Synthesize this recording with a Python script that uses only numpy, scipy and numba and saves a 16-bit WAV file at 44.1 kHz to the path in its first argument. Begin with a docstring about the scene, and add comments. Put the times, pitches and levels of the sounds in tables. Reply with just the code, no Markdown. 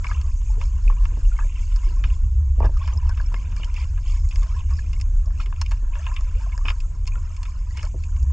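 """Wind buffets the two ports of a plastic housing on a small outrigger boat at sea: a deep rumble of coloured noise.
Water slaps the hull as noise bursts and droplet tones; single bubbles ring as damped sines with rising pitch.
Small things knock on the planks, as pushes through wooden resonances. Underneath, swarms of small bubbles
and noise make the lapping, fizz and faint spray hiss. Slaps and lapping ring the cavities of the housing."""
import sys
import numpy as np
from scipy import signal
from scipy.fft import rfft, irfft
from scipy.io import wavfile
from scipy.ndimage import uniform_filter1d
from numba import njit

SR = 44100
rng = np.random.default_rng(int(sys.argv[2]) if len(sys.argv) > 2 else 0)


def waveform_to_disk(signal):
    """Save audio, clipped to [-1, 1], as 16-bit WAV at the path in sys.argv[1]."""
    frames = np.transpose(np.atleast_2d(signal))
    scaled = np.clip(frames, -1, 1) * 32767
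    samples = np.round(scaled).astype(np.int16)
    wavfile.write(sys.argv[1], SR, samples)


N = 366912
T = np.arange(N) / SR  # time in seconds
F = np.fft.rfftfreq(N, 1 / SR) + 1e-3  # frequency in Hz, kept above zero for the logarithm
SIDES = np.array([[1], [-1]])  # left and right with opposite sign

# How strong the wind is over time.
# Each row: time in seconds, level of the deep rumble in dB, level of the small eddies in dB.
WIND_STRENGTH = [(0, -24, -27), (.5, -22.5, -26), (.79, -20.5, -22.5), (0.871, -13.5, -29),
                 (.94, -24, -23.5), (1.02, -12.5, -29), (1.12, -19.5, -24.5), (1.6, -20, -27.5),
                 (2.099, -19.5, -26.5), (2.65, -21, -19.5), (2.76, -16, -22), (2.9, -26, -25),
                 (3.08, -15.5, -26), (3.43, -24.5, -26.5), (3.8, -24, -26.5), (4.2, -18.5, -30.5),
                 (4.5, -22.5, -26), (5.4, -20.5, -26.5), (6.2, -22.5, -29), (7.2, -21.5, -26),
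                 (7.5, -27.5, -29.5), (8.32, -23.5, -24)]
# Colour of the deep eddies. Each row: frequency in Hz, relative level in dB.
DEEP_COLOUR = [(12, 3), (19, 5), (23, 12), (29, 18), (37, 21), (48, 16), (58, -26)]
# Colour of the small eddies. Each row: frequency in Hz, relative level in dB.
SMALL_COLOUR = [(42, -11.5), (55, 3), (72, 5.5), (81, 1.5), (92, -7.5), (110, -13), (150, -44.5)]
# Colour of the finest eddies. Each row: frequency in Hz, relative level in dB.
RUSTLE_COLOUR = [(90, -9.5), (130, 2.5), (200, -9.5), (350, -21), (700, -26), (1400, -41)]


def wind():
    """Large eddies shake both ports alike and rather evenly; the finest ones differ a little between the ports."""
    s, deep, small = np.transpose(WIND_STRENGTH)
    # deep and small eddies trade strength several times a second
    trade_db = 2 * walk(rate=9)
    deep_db = np.interp(T, s, deep) + trade_db
    small_db = np.interp(T, s, small) - trade_db + 2 * walk(rate=3.97)
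    rumble = 0
    for colour, db in ((DEEP_COLOUR, deep_db), (SMALL_COLOUR, small_db)):
        x = eddies(colour)
        even = (uniform_filter1d(x ** 2, size=5000) + .05) ** -.18  # loud moments are held back
        rumble = rumble + unit(x * even) * undb(db)
    apart = eddies([(110, -26), (220, -4), (350, -8), (700, -16), (1400, -32)])
    rustle = (eddies(RUSTLE_COLOUR) + 0.18 * SIDES * apart) * undb(-51.5 + 2.84 * walk(rate=6))
    deep_apart = undb(-50.) * SIDES * eddies([(15, -12), (40, 0), (70, -7), (100, -26)])
    return rumble + rustle + deep_apart


def eddies(colour):
    """Turbulent air as noise of a given colour, with an average level of 1."""
    last_hz, last_db = colour[-1]
    curve_db = on_log([(1, -63.0)] + colour + [(2 * last_hz, last_db - 30)])
    return unit(irfft(rfft(rng.standard_normal(N)) * undb(curve_db), N))


# The loudest slaps and ticks of water.
# Each row: start in seconds, level in the cup region in dB, clack and spit levels relative to that in dB,
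# basic time to die away by 60 dB in seconds (each region scales it), left minus right in dB before the ports.
LOUD_SLAPS = [(0.042, -34, -12.5, -17, 0.063, 4.0), (0.067, -51, 8.5, -11, 0.021, 3.5),
              (0.111, -35, -18, -28, 0.048, 4), (0.212, -48, -2, 0.5, 0.038, 1),
              (0.612, -37.5, -2, -19, 0.048, 1), (0.781, -50, -32, -23, 0.03, 4.0),
              (0.899, -41.5, -17, -20, 0.044, 5), (1.052, -37.5, -7.5, -12, 0.02, 3.5),
              (1.387, -32.5, -25, -34, 0.097, 2), (1.759, -47.5, -12, 2.5, 0.062, 1),
              (2.037, -32, -3.5, -26, 0.07, 3), (2.601, -43.5, -18, -15, 0.033, 3),
              (2.653, -41.5, -10.5, -9, 0.063, 2.5), (2.771, -48.5, -8, -8, 0.078, 1),
              (2.874, -37, -8.5, -11.5, 0.089, 4), (3.091, -36, -23, -9.5, 0.049, 6),
              (3.171, -42, -2.5, -12, 0.064, 3), (3.201, -36.5, -23, -24, 0.016, 5),
              (3.322, -42.5, -18, -19, 0.027, 7), (3.34, -33, -4, -15.5, 0.024, 3),
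              (3.517, -43.5, -8.5, -15, 0.071, 5), (3.563, -51, -10, 5.5, 0.028, 3),
              (3.631, -40.5, -7, -25, 0.042, 7), (3.644, -62, 2, 15, 0.042, 2),
              (3.74, -55, 3, 6.5, 0.028, 1), (3.765, -52.5, 4, -3, 0.025, 9),
              (3.973, -41.5, -15.5, -30, 0.049, 3.0), (4.287, -68.5, -4, 20, 0.042, 2),
              (4.308, -55.5, 11, 3, 0.083, 2), (4.357, -43.5, -4.5, -1, 0.031, 5.5),
              (4.429, -40.5, -10, -10.5, 0.045, 1), (4.703, -42.5, -33, -13.5, 0.13, 4),
              (4.789, -46, -3, -11, 0.035, 1.5), (4.929, -50.5, 3, -4, 0.097, 3),
              (4.998, -51, 0, 0, .04, 2), (5.011, -51, 3, 9.5, 0.027, 1),
              (5.257, -60.5, -22, 8.5, 0.042, 3), (5.4, -41, -1, -15, 0.081, -1),
              (5.458, -47.5, 1, -3, 0.047, -2), (5.524, -36.5, -14, -34, 0.025, 4),
              (5.613, -32, -9, 1.5, 0.035, 2), (5.66, -56, 10, 4, 0.039, 3),
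              (5.709, -42, -10, -4, 0.051, 1), (5.715, -34.5, -11, -8.5, 0.057, 1.5),
              (5.952, -39.5, -11, -24, 0.04, 8), (6.064, -30.5, -10.5, -25, 0.035, 3.5),
              (6.139, -61, -7, 11, .03, 1), (6.162, -45.5, 9, -1.5, 0.049, 2.5),
              (6.207, -45, -18, -6, 0.026, 4), (6.576, -45, -16, -0.5, 0.027, 1),
              (6.653, -37, -9, -29, 0.11, 6), (6.682, -31, 2.5, -22, 0.041, 4.5),
              (6.701, -37, 1.5, -11, 0.055, 3), (6.801, -60.5, 9, 12, 0.074, 2),
              (7.067, -57, -4, 6, .03, -2), (7.073, -48, 6.5, 7.5, 0.054, 3),
              (7.153, -50, -10, -20, 0.032, 5.5), (7.363, -60, 6.5, 12.5, 0.071, 1),
              (7.429, -40.5, -5, -1.5, 0.037, 2), (7.451, -46.5, 2, -7, 0.054, 2),
              (7.77, -39.5, -13, -5.5, 0.058, 1), (7.85, -56.5, -7, 9, 0.02, 0),
              (7.828, -37.5, -18, -3.5, 0.023, 4), (8.035, -60, 6, 12, 0.04, 3),
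              (8.227, -63, -10, 7, 0.049, 3)]
# Cavities of the housing in four regions, from low to high: dull, cup, clack and spit.
# Each row: resonance in Hz, its width in Hz, its relative level in dB.
DULL_CAVITIES = [(372, 300, -3.5), (621, 85, 5), (960, 87, 6)]
CUP_CAVITIES = [(913, 47, -7), (1035, 102, 8.5), (1382, 190, 1), (1668, 248, 0.5)]
CLACK_CAVITIES = [(2033, 280, 8), (2410, 454, 13.5), (2758, 104, 17.5), (2934, 220, 9.5), (3683, 190, 2.5)]
SPIT_CAVITIES = [(4430, 520, -1.5), (5296, 280, 6), (6800, 730, -0.5), (9700, 1400, -7)]
REGIONS = (DULL_CAVITIES, CUP_CAVITIES, CLACK_CAVITIES, SPIT_CAVITIES)


def slaps():
    """Each slap is a tick that rings the cavities, a softer wash of noise, and a droplet tone in each region."""
    s, db, clack, spit, t60, pan = np.vstack([LOUD_SLAPS, patter(count=40)]).T
    start = (s * SR).astype(np.int64)
    rise_s, tick_s = 0.0018, 0.0062
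    # level in dB, decay factor, dB taken off for noise peaks, highest droplet in Hz, tick in dB; treble dies first
    settings = ((-13, 1.3, 5., 850, -4.), (0, 1.1, 5., 1600, -1.5),
                (clack, .8, 0., 3200, 4.), (spit, .55, 1., 7000, 4.))
    out = 0
    for modes, (rel_db, last, crest_db, top_hz, tick_db) in zip(REGIONS, settings):
        low_hz = modes[0][0]
        hz = low_hz * (top_hz / low_hz) ** rng.random(len(s))
        droplet = blips(N, start, hz, hz * t60, np.ones(len(s)), 0.36 + 0 * hz, 0., 1. * SR)
        ragged = rng.standard_normal(N) * undb(2. * walk(rate=300))
        blow = bursts(s, db + rel_db - crest_db, t60 * last, pan, rise=rise_s)
        tick = bursts(s + rise_s / 2, db + rel_db + tick_db, tick_s + 0 * s, pan, rise=0.0005)
        out = out + ring((blow + tick) * ragged, modes) + 0.13 * blow * droplet
    return out


def patter(count):
    """Faint slaps at random moments, a few fainter still, each with its own balance of regions."""
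    c = rng.random((count, 6)).T
    start = c[0] * (T[-1] - .1)
    db = -54.5 + 2.5 * np.log(c[1] + 0.25)
    clack, spit = 24 * c[2] - 20, 24 * c[3] - 24
    t60, pan = 0.018 + 0.011 * c[4], 6 * c[5]
    return np.array([start, db, clack, spit, t60, pan]).T


# Single bubbles. Each row: start in seconds, level in dB before the swell and decay, starting pitch in Hz,
# life counted in cycles of that pitch.
LONE_BUBBLES = [(.044, -24.5, 1100, 18), (.043, -21, 2170, 25), (.067, -20.5, 2280, 25),
                (.1, -31, 2150, 30), (.281, -40, 1050, 12), (.283, -41, 2660, 30), (0.111, -22.5, 1170, 16),
                (.497, -38, 870, 23), (0.57, -36, 387, 23), (.64, -42, 4100, 30), (0.734, -38, 1016, 22),
                (.965, -37, 986, 35), (.983, -39, 2750, 25), (1.17, -35, 465, 8.9), (1.865, -38, 320, 19),
                (.878, -21.5, 2460, 14), (.899, -14.5, 1046, 9.4), (1.25, -37.5, 2780, 30),
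                (1.316, -32, 1404, 31), (1.35, -43, 1450, 18), (1.365, -37, 2175, 35),
                (1.387, -35, 1590, 15), (1.4, -38, 2530, 38), (1.42, -36, 1670, 40), (1.5, -42, 1000, 18),
                (1.565, -44, 2600, 35), (1.607, -45, 5300, 40), (1.652, -44, 4470, 44),
                (1.727, -41, 5300, 40), (1.787, -41, 2850, 30), (1.833, -38, 2080, 20),
                (1.866, -36, 1050, 15), (2.768, -26.5, 1190, 8.6), (2.935, -32, 6250, 50),
                (2.974, -28.5, 5140, 36), (3.025, -34, 960, 25), (3.11, -31, 1505, 29),
                (3.199, -23, 1590, 18.4), (3.262, -32, 5400, 51), (3.318, -30, 1010, 14),
                (3.362, -33, 2100, 27), (3.573, -45, 2300, 30), (3.591, -45, 1550, 21),
                (3.613, -36, 3040, 25), (3.631, -25.5, 2890, 44), (3.643, -31, 3110, 30),
                (4.052, -43, 4500, 30), (4.059, -43, 2620, 35), (4.08, -39, 5200, 54),
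                (4.114, -42, 2700, 25), (4.155, -45, 3000, 30), (4.163, -38, 1060, 25),
                (4.197, -44, 5150, 60), (4.222, -47, 5250, 60), (4.248, -43, 2100, 20),
                (4.316, -41, 5070, 50), (4.517, -44, 5200, 35), (4.566, -44, 2530, 30),
                (4.59, -43, 2600, 25), (4.61, -43, 2600, 25), (4.736, -35, 4980, 43), (4.82, -43, 2470, 37),
                (4.866, -41, 2580, 20), (4.865, -46, 5250, 25), (4.943, -41, 5050, 35),
                (4.963, -39, 2180, 25), (4.725, -30, 1080, 14), (4.789, -27, 1700, 18),
                (5.262, -43, 562, 31), (5.463, -40, 327, 8.5), (5.826, -39, 300, 3.6),
                (5.398, -24.5, 1320, 18), (5.988, -38.5, 540, 18), (6.085, -37, 2700, 34),
                (6.237, -43, 6870, 40), (6.35, -37, 2330, 20), (6.4, -40.5, 900, 52), (6.35, -39, 425, 25),
                (6.466, -33, 594, 10), (6.524, -33, 2180, 36), (6.572, -43, 473, 15),
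                (6.59, -29, 1000, 8.7), (6.611, -33, 1090, 19), (6.652, -28, 2500, 52),
                (6.653, -28.5, 2920, 43), (6.682, -19, 2480, 20), (6.683, -17, 2830, 16),
                (6.7, -22.5, 1460, 20), (6.708, -35, 4900, 25), (7.084, -33, 1047, 27),
                (7.12, -31.5, 2400, 19), (7.134, -38, 2460, 24), (7.155, -28.5, 1374, 22),
                (7.173, -40, 2550, 25), (7.707, -35, 1890, 19), (8.035, -33.5, 2180, 19)]


def bubbles():
    """Lone pockets of air that ring clearly, each reaching the right port a little earlier or later."""
    s, db, hz, cycles = np.transpose(LONE_BUBBLES)
    lag = np.round(4 * rng.standard_normal(len(s)))  # in samples
    glide = np.where(hz < 700, .55, 0.036)  # large, low bubbles sweep up as they open
    ports = []
    for delay in (0, lag):
        start = (s * SR + delay).astype(np.int64)
        ports.append(blips(N, start, hz, np.maximum(cycles, 2), undb(db), glide, 0.17, 1. 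* SR))
    return np.array(ports)


@njit
def blips(n, start, hz, cycles, size, glide, rise, sr):
    """Damped sines that swell briefly; the pitch rises as the bubble nears the surface."""
    out = np.zeros(n)
    for k in range(len(start)):
        life = cycles[k] * sr / hz[k]  # in samples
        phase = 0.
        for j in range(min(int(2 * life), n - start[k])):
            phase += 2 * np.pi * hz[k] * (1 + glide[k] * j / life) / sr
            swell = min(j / (sr / hz[k] + rise * life), 1.)
            out[start[k] + j] += size[k] * swell * np.exp(-3 * j / life) * np.sin(phase)
    return out


# Knocks on the planks.
# Each row: start in seconds, level of the push in dB, hardness in dB (how strong the edge is beside the push).
PLANK_KNOCKS = [(0.57, -44, -10), (0.868, -33.5, -28), (1.118, -34.5, -25), (1.17, -33, -16),
                (1.446, -38.5, -23), (1.901, -40.5, -18), (2.58, -28.5, -31), (2.603, -29, 0.5),
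                (2.619, -40.5, -4.5), (2.628, -32, -1.5), (2.641, -30.5, -4), (2.646, -30.5, -1),
                (2.652, -39.5, 5.5), (2.661, -37.5, -5), (2.69, -34, -10.5), (2.949, -42, -14),
                (3.338, -39.5, -3.5), (3.596, -38.5, -13), (5.827, -36.5, -35), (6.648, -35, -14),
                (7.163, -39, -19), (7.941, -29, -22.5), (8.225, -42, -21)]
# Resonances of the planks. Each row: frequency in Hz, width in Hz, relative level in dB.
PLANK_MODES = [(160, 210, -8.5), (300, 67, -3.5), (465, 630, -12.5)]
# Upper resonances, rung by a hard edge. Each row: frequency in Hz, width in Hz, relative level in dB.
HARD_PLANK_MODES = [(411, 62, -3.5), (556, 72, -5.5), (685, 83, -3), (945, 90, 2.5), (1140, 110, -5.5)]


def knocks():
    """Blows on the planks: a short rough push, and an edge that rings the upper modes when hard."""
    s, db, hard_db = np.transpose(PLANK_KNOCKS)
    pan = 0 * s - 1.5
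    push = bursts(s, db, 0.097 + 0 * s, pan, rise=0.002)
    edge = bursts(s, db + hard_db + 8.5, 0.0095 + 0 * s, pan, rise=0.00017)
    rough = 0.5 + 0.27 * rng.standard_normal(N)
    return ring(push * rough, PLANK_MODES) + ring(edge, HARD_PLANK_MODES)


def hull(x):
    """The open hull throws sound back in a short ragged tail, another one at each port."""
    u = T[:int(.15 * SR)]
    t60_s, echo_db = 0.045, -8
    tail = rng.standard_normal((2, len(u))) * np.exp(-np.log(1000) * u / t60_s) * (u > .002)
    tail = tail / np.sqrt(np.sum(tail ** 2, axis=1, keepdims=True))
    middle = x.mean(axis=0)[None]
    return x + undb(echo_db) * signal.fftconvolve(middle, tail, axes=1)[:, :N]


# Water along the hull over time.
# Each row: time in seconds, lapping level in dB, fizz level in dB, spray hiss level in dB.
WATER_LEVELS = [(0.0, -56.5, -67, -54), (0.3, -63.5, -64.5, -52.5), (0.97, -55.5, -64.5, -57),
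                (1.6, -56.5, -56, -53), (1.85, -50, -56.5, -55.5), (2.459, -62, -73, -62),
                (2.92, -57.5, -63, -62), (3.57, -55, -58.5, -59), (4.01, -61.5, -64, -54.5),
                (4.47, -55.5, -64, -54), (4.771, -59.5, -57.5, -57), (5.17, -60, -73, -59),
                (5.65, -59.5, -57, -60), (5.95, -54.5, -69, -60), (6.07, -52.5, -56, -57),
                (6.86, -58.5, -69, -58.5), (7.81, -60.5, -62.5, -58), (8.32, -61, -67.5, -55)]
# Resonances that colour the spray. Each row: frequency in Hz, width in Hz, relative level in dB.
SPRAY_MODES = [(6120, 170, -3), (6307, 390, -1.5), (6860, 1410, -3), (8050, 950, -45)]


def lapping():
    """Gurgle, fizz and spray: swarms of bubbles in a soft wash, coloured by the housing, surging in rushes."""
    s, *columns = np.transpose(WATER_LEVELS)
    lap, fizz, spray = (undb(np.interp(T, s, c)) for c in columns)
    swell = walk(rate=6.5)
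    swarms = (grains(count=900, lo_hz=297.6, hi_hz=915, cycles=11.0, spread_db=5.0),
              grains(count=2500, lo_hz=806.6, hi_hz=1918, cycles=16.3, spread_db=3.5),
              grains(count=3500, lo_hz=1690, hi_hz=4067, cycles=20.0, spread_db=4.0),
              grains(count=4000, lo_hz=3524, hi_hz=8030, cycles=25.0, spread_db=2.0))
    gurgle = wash(DULL_CAVITIES, swarms[0], -3.5, 1.7, 0.3, 1.5 * swell)
    cup = wash(CUP_CAVITIES, swarms[1], 5.5, 2.1, 0.45, 1.8 * swell)
    clack = wash(CLACK_CAVITIES, swarms[2], 4.0, 2.36, 0.52, 1.5 * swell)
    spit = wash(SPIT_CAVITIES, swarms[3], 0., 4.0, 0.47, 1.0 * swell)

    high_pass = signal.butter(8, 5300, "high", fs=SR, output="sos")
    fine = signal.sosfilt(high_pass, rng.standard_normal(N))
    drops = grains(count=4000, lo_hz=5870, hi_hz=8700, cycles=61.0, spread_db=0.0)
    hiss = wash(SPRAY_MODES, fine + .5 * drops, -49.0, 1.8, 0.11, 0.27 * swell)

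    # in a rush the bubbles merge into a swish, through wider resonances
    rushes = 0
    for level, modes, swarm, apart in zip(rush_levels(), REGIONS, swarms, (0.23, 0.31, 0.2, 0.39)):
        wide = [(hz, 1.36 * width, db) for hz, width, db in modes]
        rushes = rushes + level * wash(wide, 0.7 * swarm, 0., 2.94, apart, 0.)
    return lap * (undb(-15.0) * gurgle + cup) + fizz * (clack + undb(-4.5) * spit) + spray * hiss + rushes


# Longer rushes of water. Each row: start in seconds, length in seconds, level in dB,
# brightness in octaves above 1 kHz, fall away from that brightness in dB per octave.
WATER_RUSHES = [(0.012, 0.16, -50, 0.44, 4.5), (0.15, 0.14, -54.5, 0.84, 10.5),
                (0.581, 0.074, -53, 0.69, 2.5), (0.885, 0.044, -46.5, 0.16, 8), (1.292, 0.13, -52.5, 1, 18),
                (2.018, 0.14, -54, 1.6, 13.5), (2.603, 0.061, -27, -0.24, 14.5),
                (2.784, 0.15, -49, 0.97, 5.5), (2.898, 0.076, -47, -.7, 19), (3.016, 0.13, -44.5, 0.64, 25),
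                (3.731, 0.11, -49, 1.04, 4.5), (4.029, 0.16, -55, 1.4, 5.5),
                (4.312, 0.206, -56.5, 1.1, 3.5), (4.517, 0.096, -47, 0.81, 10),
                (5.383, 0.046, -44, 1.64, 10.5), (5.912, 0.19, -52, 0.98, 9.5),
                (6.648, 0.065, -37.5, 0.82, 6.5), (7.745, .13, -49, 0.88, 3)]


def rush_levels():
    """Each rush swells and fades, strongest in the regions near its own brightness."""
    middles_oct = np.log2([.6, 1.2, 2.6, 5.5])  # middle of each region, octaves above 1 kHz
    levels = np.zeros((4, N))
    for t, length, db, bright, fall_db in WATER_RUSHES:
        region_db = db - fall_db * abs(middles_oct - bright)
        fade = np.minimum((T - t) / 0.041, (t + length - T) / 0.039 + .5)
        levels += undb(region_db)[:, None] * np.clip(fade, 0, 1)
    return levels


def grains(count, lo_hz, hi_hz, cycles, spread_db):
    """A random swarm of small bubbles; a wider spread makes most faint and some louder."""
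    c = rng.random((count, 4)).T
    start = (c[0] * N).astype(np.int64)
    hz = lo_hz * (hi_hz / lo_hz) ** c[1]
    size = undb(-spread_db * np.log(c[3] + .02))
    return unit(blips(N, start, hz, cycles * (0.72 + c[2]), size, 0.1 + 0 * hz, .2, 1. * SR))


def wash(modes, swarm, noise_db, flicker_db, apart, swell_db):
    """Bubbles and noise ring one region; a part comes from all around and differs at the ports."""
    mix = swarm + undb(noise_db) * rng.standard_normal(N)
    around = unit(ring(np.roll(mix, N // 3), modes))
    both = unit(ring(mix, modes)) + apart * around * SIDES
    return both * undb(flicker_db * walk(rate=30) + swell_db)


def undb(db):
    """Turn dB into a plain loudness factor."""
    return 10 ** (np.asarray(db, float) / 20)


def unit(x):
    """Scale a signal to an average (rms) level of 1."""
    return x / np.sqrt(np.mean(x ** 2))


def on_log(table):
    """Read a (Hz, value) table at every frequency, in even steps of pitch."""
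    hz, v = np.transpose(table)
    return np.interp(np.log(F), np.log(np.maximum(hz, 1)), v)


def ring(x, modes):
    """Parallel resonances with steep outer skirts, scaled so that white noise keeps its level."""
    h = 0
    for k, (hz, width, db) in enumerate(modes):
        h = h + (-1) ** k * undb(db) * 1j * F * width / (hz ** 2 - F ** 2 + 1j * F * width)
    lo, hi = 1j * F / (0.42 * modes[0][0]), 1j * F / (1.273 * modes[-1][0])
    skirts = lo ** 2 / (1 + 1.43 * lo + lo ** 2) / (1 + 1.0 * hi + hi ** 2)
    h = h * skirts ** 2
    return irfft(rfft(x) * h / np.sqrt(np.mean(abs(h) ** 2)), N)


def walk(rate):
    """A random wander: levels held for 1 / rate seconds, smoothed twice, scaled to an rms of 1."""
    k = int(SR / rate)
    steps = np.repeat(rng.standard_normal(N // k + 1), k)
    return unit(uniform_filter1d(uniform_filter1d(steps, k), k)[:N])


def bursts(s, db, t60, pan_db, rise):
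    """Stereo envelope of sudden blows that die away by 60 dB in t60 seconds."""
    out = np.zeros((2, N))
    for t, d, r, p in zip(s, db, np.maximum(t60, .004), pan_db):
        i = int(t * SR)
        u = T[:min(int(r * SR), N - i)]
        shape = (1 - np.exp(-u / rise)) * np.exp(-np.log(1000) * u / r)
        out[:, i:i + len(u)] += undb(d + p * SIDES / 2) * shape / shape.max()
    return out


# How the two ports differ in colour. Each row: frequency in Hz, left minus right in dB.
PORT_COLOUR = [(180, -.3), (310, -1.5), (540, 0), (930, 1.5), (1600, .5), (2800, -2), (4800, -1.5),
               (8400, -.5)]
# How the two ports differ in timing. Each row: frequency in Hz, lead of the left port in radians.
PORT_TIMING = [(100, 0), (600, .25), (860, -.4), (1210, -.2), (1800, -.9), (2240, -.15), (3100, -1.3),
               (3550, .1), (3960, -1.4), (4350, -.1)]


def scene():
    """Water and knocks arrive through two slightly different ports; the wind acts on the ports directly."""
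    near = lapping() + hull(slaps() + knocks() + bubbles())
    # each port takes half of the difference
    half = undb(on_log(PORT_COLOUR) / 2) * np.exp(1j * on_log(PORT_TIMING) / 2)
    return irfft(rfft(near) * np.array([half, 1 / half]), N) + wind()


def record(dry):
    """The membrane over the ports rolls the treble off; faint self noise is added; the top is cut."""
    roll_hz, top_hz = 7330, 15400
    soft = signal.sosfilt(signal.butter(5, roll_hz, fs=SR, output="sos"), dry)
    soft = soft + undb(-99.0) * rng.standard_normal(dry.shape)
    return signal.sosfilt(signal.ellip(8, .2, 70, top_hz, fs=SR, output="sos"), soft)


dry = scene()
out = record(dry)
waveform_to_disk(out)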